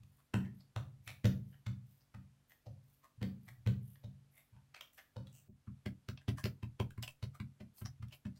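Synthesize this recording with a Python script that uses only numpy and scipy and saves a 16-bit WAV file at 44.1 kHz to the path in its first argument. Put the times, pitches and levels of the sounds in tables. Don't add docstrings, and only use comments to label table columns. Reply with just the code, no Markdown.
import sys
import numpy as np
from scipy import signal
from scipy.fft import rfft, irfft
from scipy.io import wavfile
from scipy.ndimage import uniform_filter1d

SR = 44100
rng = np.random.default_rng(int(sys.argv[2]) if len(sys.argv) > 2 else 0)


def bounce(signal):
    frames = np.transpose(np.atleast_2d(signal))
    limited = np.clip(frames, -1, 1)
    pcm = np.round(limited * 32767).astype(np.int16)
    wavfile.write(sys.argv[1], SR, pcm)


N = 369999

# (time [s], thud [dB], knock [dB], smack [dB], hollow under the hand [dB],
# pitch of the squeezed air [Hz], brightness [dB/octave])
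PATS = [(0.3415, -30, -34.5, -29.5, -35, 1610, -2.5), (0.763, -33.5, -57, -35.5, -44, 3170, -3.5),
        (1.2455, -23, -32, -37, -43.5, 1840, 1.5), (1.6669, -34.5, -50.5, -41, -59.5, 3360, -1.5),
        (2.147, -46, -59.5, -49.5, -61.5, 1300, -3), (2.6689, -44.5, -64, -59, -52, 5180, 5.5),
        (3.2166, -35.5, -41, -46.5, -51.5, 1830, -3.5), (3.664, -26, -41, -40.5, -54, 2430, -5),
        (4.044, -41.5, -59, -55.5, -57.5, 3830, 2), (5.1661, -40.5, -54.5, -47.5, -47.5, 4540, -3),
        (5.491, -52, -58, -88, -62.5, 1450, -5), (5.677, -40.5, -49.5, -55, -73, 1290, -7.5),
        (5.862, -35, -41, -38.5, -41.5, 2030, 0.5), (6.0882, -35.5, -48, -39, -49, 1470, 2),
        (6.2831, -27, -38, -38.5, -38.5, 3160, -3.5), (6.4417, -29.5, -39, -34, -47.5, 1610, 5),
        (6.6312, -34.5, -46.5, -44.5, -50, 2700, -3), (6.8015, -28, -42, -30.5, -34, 2980, -5.5),
        (6.98, -37, -50.5, -43.5, -54.5, 2440, -7), (7.2294, -32.5, -51.5, -43, -55, 4130, 0),
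        (7.4028, -36.5, -44.5, -42, -54, 2120, -3), (7.6075, -47, -50.5, -52, -53.5, 2480, 0),
        (7.818, -39, -50.5, -50, -56, 1440, -0.5), (8.028, -39, -52.5, -49, -64, 1380, -2),
        (8.2556, -38, -41, -48.5, -56, 1550, -2)]
QUICK_FROM_S = 5.47


def amp(db):
    return 10 ** (np.asarray(db) / 20)


def unit(x):
    return x / np.sqrt(np.sum(x ** 2) + 1e-20)


def curve(points, hz):
    point_hz, value = np.transpose(points)
    return np.interp(np.log(hz + 1), np.log(point_hz + 1), value)


def bump(hz, centre, width):
    return 1 / (1 + (np.log((hz + 1) / centre) / width) ** 2)


def add(mix, s, sound):
    start = round(s * SR)
    sound = sound[max(-start, 0):]
    part = mix[max(start, 0):][:len(sound)]
    part += sound[:len(part)]


def colour(x, gain_db):
    log_gain = np.log(amp(np.r_[gain_db, gain_db[-2:0:-1]]))
    response = np.exp(np.conj(signal.hilbert(log_gain)))[:len(gain_db)]
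    return irfft(rfft(x) * response, len(x))


def room_tone(air_db=-80, dip_s=5.48, dip_db=-16, recovery_s=0.054):
    # (frequency [Hz], gain [dB])
    air_eq = [(25, 1), (55, 18.5), (110, 7), (250, 1), (450, 2), (1500, -2), (3000, -4.5), (6000, -8),
              (12500, -10.5), (13500, -18), (16000, -23)]
    # (frequency [Hz], level [dB])
    partials = [(98, -90), (146, -86.5), (194, -94.5), (243, -89.5), (291, -93.5)]
    hz, t = np.fft.rfftfreq(N, 1 / SR), np.arange(N) / SR
    air = irfft(rfft(rng.standard_normal(N)) * amp(curve(air_eq, hz)), N)
    hum = sum(np.sqrt(2) * amp(db) * np.sin(2 * np.pi * (f * t + rng.random())) for f, db in partials)
    dip = (t > dip_s) * np.exp(-abs(t - dip_s) / recovery_s)
    return amp(dip_db * dip) * (hum + amp(air_db) * air / air.std())


def creases(hz, count=26):
    centre, height = rng.random((2, count, 1))
    ripple_db = ((18 * height - 9) * bump(hz, 1100 * 13 ** centre, .04)).sum(0)
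    return np.minimum(ripple_db, 7)


def palm_slides(catch_db=4, grains_per_s=2500):
    # (middle [s], length [s], level [dB])
    strokes = [(0.17, 0.34, -82), (0.582, 0.11, -79.5), (1.068, 0.11, -70.5), (1.514, 0.24, -80.5),
               (1.93, 0.26, -76.5), (2.513, 0.085, -69.5), (2.924, 0.26, -78.5), (3.472, 0.18, -77),
               (3.889, .21, -71.5), (4.369, 0.14, -70), (4.973, 0.12, -68.5), (7.787, 0.11, -62),
               (8.149, 0.053, -69)]
    # (frequency [Hz], gain [dB])
    rub_eq = [(1500, -26), (3000, -11.5), (7000, -13.5), (11000, -3), (13000, 0), (14500, 1), (16000, -10)]
    out = np.zeros(N)
    for s, length, db in strokes:
        size = 2 * round(length * SR / 2)
        hz = np.fft.rfftfreq(size, 1 / SR)
        catches = uniform_filter1d(rng.standard_normal(size), 400)
        grains = rng.standard_normal(size) * (rng.random(size) < grains_per_s / SR)
        grains *= amp(catch_db * catches / catches.std())
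        rustle = colour(grains, curve(rub_eq, hz) + creases(hz))
        add(out, s - length / 2, amp(db) * np.hanning(size) * rustle / rustle.std())
    return out


def push(t, hz, crest_s):
    u = t / crest_s
    return -u ** 2 * np.exp(2 * (1 - u)) * np.sin(2 * np.pi * hz * t)


def dough_thuds(lead_s=0.00398, usual_thud_db=-37.5, swell_s=0.036, slow_t60=0.43, quick_t60=0.24):
    # (time [s], thud [dB])
    presses = [(0.001, -53.5), (0.964, -55), (1.066, -48), (3.177, -49.5), (3.475, -54.5), (3.565, -57.5),
               (4.523, -55), (7.843, -36), (7.997, -42.5)]
    # (frequency [Hz], gain [dB], ring time [factor])
    modes = [(63.4, -15.5, 0.83), (79.8, -12, 0.99), (98.1, -9, 1.15), (123.67, -0.5, 0.79),
             (138.45, -9, 1.28), (189.9, 4.5, 0.68), (199.4, -7, 0.55), (222.1, -9.5, 0.9),
             (248.1, -7, 0.76), (287.4, -15.5, 0.7), (317.6, -18, 0.62), (363.8, -17, 0.46)]
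    mode_hz, mode_db, lasting = np.transpose(modes)[:, :, None]
    landings = [(s - lead_s, thud, knock) for s, thud, knock, *_ in PATS]
    landings += [(s, thud, thud - 20) for s, thud in presses]
    out, t = np.zeros(N), np.arange(SR) / SR
    for s, thud, knock in landings:
        weight_db = thud - usual_thud_db
        crest_s = 0.011 * 2 ** (weight_db / 45)
        ring_db = 2.17 - 0.16 * weight_db
        blow = amp(thud) * push(t, hz=108.3, crest_s=crest_s)
        blow += amp(thud / 2 - 44) * push(t, hz=46, crest_s=0.026)
        blow += amp(knock + 3) * push(t, hz=205, crest_s=0.0068)
        drive_db = np.where(mode_hz < 160, thud, knock + 6) + 2.5 * rng.standard_normal(mode_hz.shape)
        t60 = (slow_t60 if s < QUICK_FROM_S else quick_t60) * lasting
        ring = (amp(drive_db + mode_db - 60 * t / t60) * np.sin(2 * np.pi * mode_hz * t)).sum(0)
        swell = 1 - np.exp(-(t / swell_s) ** 2)
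        add(out, s, blow + amp(ring_db) * ring * swell)
    return out


def oil_bridges(contacts, *, skin_db, hollow_db, fizz_db, grains_per_s, grain_db, hiss,
                attack_ratio, halo, gap_db, gap_width, cup_db, crease_depth):
    # (frequency [Hz], gain [dB])
    skin_eq = [(300, -39.5), (700, -10), (1000, 1.5), (1800, -0.5), (3100, -3), (4200, -5.5), (6000, -12),
               (10000, -41.5)]
    # (frequency [Hz], gain [dB])
    hollow_eq = [(120, -33.5), (260, 3.5), (380, 0), (560, -1.5), (800, -7), (1300, -21), (3000, -60.5)]
    # (frequency [Hz], gain [dB])
    fizz_eq = [(2000, -35.5), (4500, -11.5), (5600, 1), (8000, 5.5), (10500, 0.5), (12500, 3),
               (14500, -0.5), (16000, 3.5)]
    out, size = np.zeros(N), 8192
    t, hz = (np.arange(size) - size // 2) / SR, np.fft.rfftfreq(size, 1 / SR)
    for s, skin, hollow, fizz, hollow_hz, gap_hz, spread_s, tilt in contacts:
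        breaks = (rng.random(size) < grains_per_s / SR) * rng.choice([-1, 1], size)
        breaks = breaks * amp(grain_db * np.minimum(rng.exponential(1, size), 4))
        envelope = 1 / np.cosh(t / (spread_s * np.where(t < 0, attack_ratio, 1)))
        envelope += halo * np.exp(-abs(t) / 0.005)
        swarm = (unit(breaks) + hiss * unit(rng.standard_normal(size))) * envelope
        folds_db = crease_depth * creases(hz)
        gap = bump(hz, gap_hz, gap_width) + .5 * bump(hz, 1.7 * gap_hz, gap_width / 2)
        skin_tone = curve(skin_eq, hz) + gap_db * gap + tilt * np.log2(hz + 1) + folds_db
        hollow_tone = curve(hollow_eq, hz) + cup_db * bump(hz, hollow_hz, width=0.34)
        sound = amp(skin + skin_db) * unit(colour(swarm, skin_tone))
        sound += amp(hollow + hollow_db) * unit(colour(swarm, hollow_tone))
        sound += amp(fizz + fizz_db) * unit(colour(swarm, curve(fizz_eq, hz) + folds_db))
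        add(out, s + t[0], sound)
    return out


def pocket_snaps(hollow_hz=620, spread_s=0.0015):
    # (time [s], level [dB], fizz [dB], pitch [Hz])
    snaps = [(0.035, -55.5, -74, 2750), (0.457, -49.5, -85, 1760), (1.0776, -29.5, -49.5, 2130),
             (3.9578, -50.5, -94, 1770), (4.7462, -35, -66, 2580), (4.8107, -30.5, -55.5, 3040),
             (4.934, -62.5, -67, 1700), (6.1765, -39.5, -96, 3120), (6.3838, -33, -64, 1070),
             (6.9073, -43.5, -65, 1520), (7.0279, -31, -47, 5040), (7.0794, -28.5, -51.5, 2700),
             (7.108, -71, -63, 3030), (8.085, -56, -72, 3170), (8.1302, -42, -70, 2560)]
    contacts = [(s, db, db - 21, fizz, hollow_hz, hz, spread_s, 0) for s, db, fizz, hz in snaps]
    return oil_bridges(
        contacts, skin_db=7, hollow_db=10.5, fizz_db=22, grains_per_s=3400, grain_db=-4, hiss=1,
        attack_ratio=0.77, halo=0.03, gap_db=15, gap_width=0.21, cup_db=23, crease_depth=0.6)


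def finger_peels(hollow_hz=700):
    # (time [s], level [dB], fizz [dB], air gap pitch [Hz], spread [s])
    peels = [(0.195, -66, -85, 1120, 0.01), (0.456, -55, -73, 1830, 0.013),
             (0.6074, -61.5, -76, 4760, 0.0069), (1.0904, -41.5, -58.5, 2380, 0.011),
             (1.5372, -61, -92, 1800, 0.011), (2.0155, -68.5, -84, 5100, 0.012),
             (2.5179, -55.5, -69, 1910, .01), (3.043, -54.5, -65.5, 1126, .0076),
             (3.485, -48.5, -59, 2070, 0.0069), (4.3799, -56, -65, 2170, 0.018),
             (4.561, -63, -91, 920, 0.017), (4.7655, -48.5, -64, 2330, 0.0094),
             (4.9903, -48, -66, 1780, 0.0077), (5.274, -57.5, -69, 3600, .005),
             (5.362, -61.5, -55.5, 2720, 0.023), (6.2148, -62.5, -79, 1710, .004),
             (6.39, -45.5, -52, 1800, 0.0081), (7.0369, -39, -50, 3220, 0.0045),
             (7.3526, -52, -63, 1290, 0.0068), (7.784, -60.5, -62, 4740, 0.0078),
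             (7.859, -43, -58, 5480, 0.0053), (8.1303, -49, -59.5, 2840, 0.0091),
             (8.3684, -63.5, -69.5, 4830, 0.0058)]
    contacts = [(s, db, db - 14, fizz, hollow_hz, hz, spread, 0) for s, db, fizz, hz, spread in peels]
    return oil_bridges(
        contacts, skin_db=19, hollow_db=20.5, fizz_db=22, grains_per_s=800, grain_db=4.5, hiss=0.39,
        attack_ratio=0.81, halo=0.023, gap_db=21, gap_width=0.17, cup_db=19, crease_depth=0.75)


def finger_contacts(usual_smack_db=-46.5, usual_knock_db=-50.5):
    contacts = []
    for s, _, knock, smack, hollow, gap_hz, tilt in PATS:
        spread_s = min(0.0023 * 2 ** ((usual_smack_db - smack) / 16.5), 0.0075)
        usual_hollow_hz = 557 if s < QUICK_FROM_S else 329
        hollow_hz = usual_hollow_hz * 2 ** ((usual_knock_db - knock) / 66)
        fizz = smack - 24 + 0.87 * tilt
        contacts.append((s, smack, hollow, fizz, hollow_hz, gap_hz, spread_s, tilt))
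    return contacts


def hand_smacks():
    contacts = finger_contacts() + palm_contacts()
    return oil_bridges(
        contacts, skin_db=15, hollow_db=21, fizz_db=26.5, grains_per_s=3000, grain_db=5, hiss=0.52,
        attack_ratio=1, halo=0.053, gap_db=9, gap_width=0.17, cup_db=13, crease_depth=0.45)


def palm_contacts(hollow_hz=420, gap_hz=1773, spread_s=0.0016, tilt=4):
    # (time [s], level [dB])
    palms = [(1.2561, -32), (3.229, -40), (3.6744, -39), (5.8722, -55), (6.2907, -39.5), (6.4565, -34.5),
             (7.2405, -48.5), (8.2671, -57.5)]
    return [(s, db, db - 3, db - 21, hollow_hz, gap_hz, spread_s, tilt) for s, db in palms]


def kitchen(x, decay_scale, predelay_s=0.0046):
    # (frequency [Hz], time to fall 60 dB [s])
    decay_times = [(100, 0.7), (400, 0.31), (1100, 0.28), (3000, 0.25), (8000, 0.26), (15000, 0.43)]
    t = np.arange(SR) / SR
    taps = rng.choice([-1., 1.], SR) * (rng.random(SR) < .12) * (t > predelay_s)
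    hz, when, bands = signal.stft(taps, SR, nperseg=256)
    t60 = decay_scale * curve(decay_times, hz)[:, None]
    _, tail = signal.istft(bands * amp(-60 * when / t60), SR, nperseg=256)
    return signal.fftconvolve(x, unit(tail))[:N]


def scene(quick_decay_scale=0.51):
    thuds, slides = dough_thuds(), palm_slides()
    smacks, peels, snaps = hand_smacks(), finger_peels(), pocket_snaps()
    send = amp(-12) * thuds + amp(-1) * smacks + amp(-3) * (peels + slides + snaps)
    slow = np.arange(N) < QUICK_FROM_S * SR
    reverb = kitchen(send * slow, decay_scale=1) + amp(-0.5) * kitchen(send * ~slow, quick_decay_scale)
    highpass = signal.butter(8, 4500, "high", fs=SR, output="sos")
    side = amp(-9) * signal.sosfilt(highpass, kitchen(send, quick_decay_scale))
    mid = thuds + smacks + peels + snaps + slides + reverb + room_tone()
    return np.array([mid + side, mid - side])


def record(dry, cutoff_hz=15900):
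    lowpass = signal.firwin(511, cutoff_hz, window=("kaiser", 9), fs=SR)
    return signal.oaconvolve(dry, lowpass[None], "same")


dry = scene()
out = record(dry)
bounce(out)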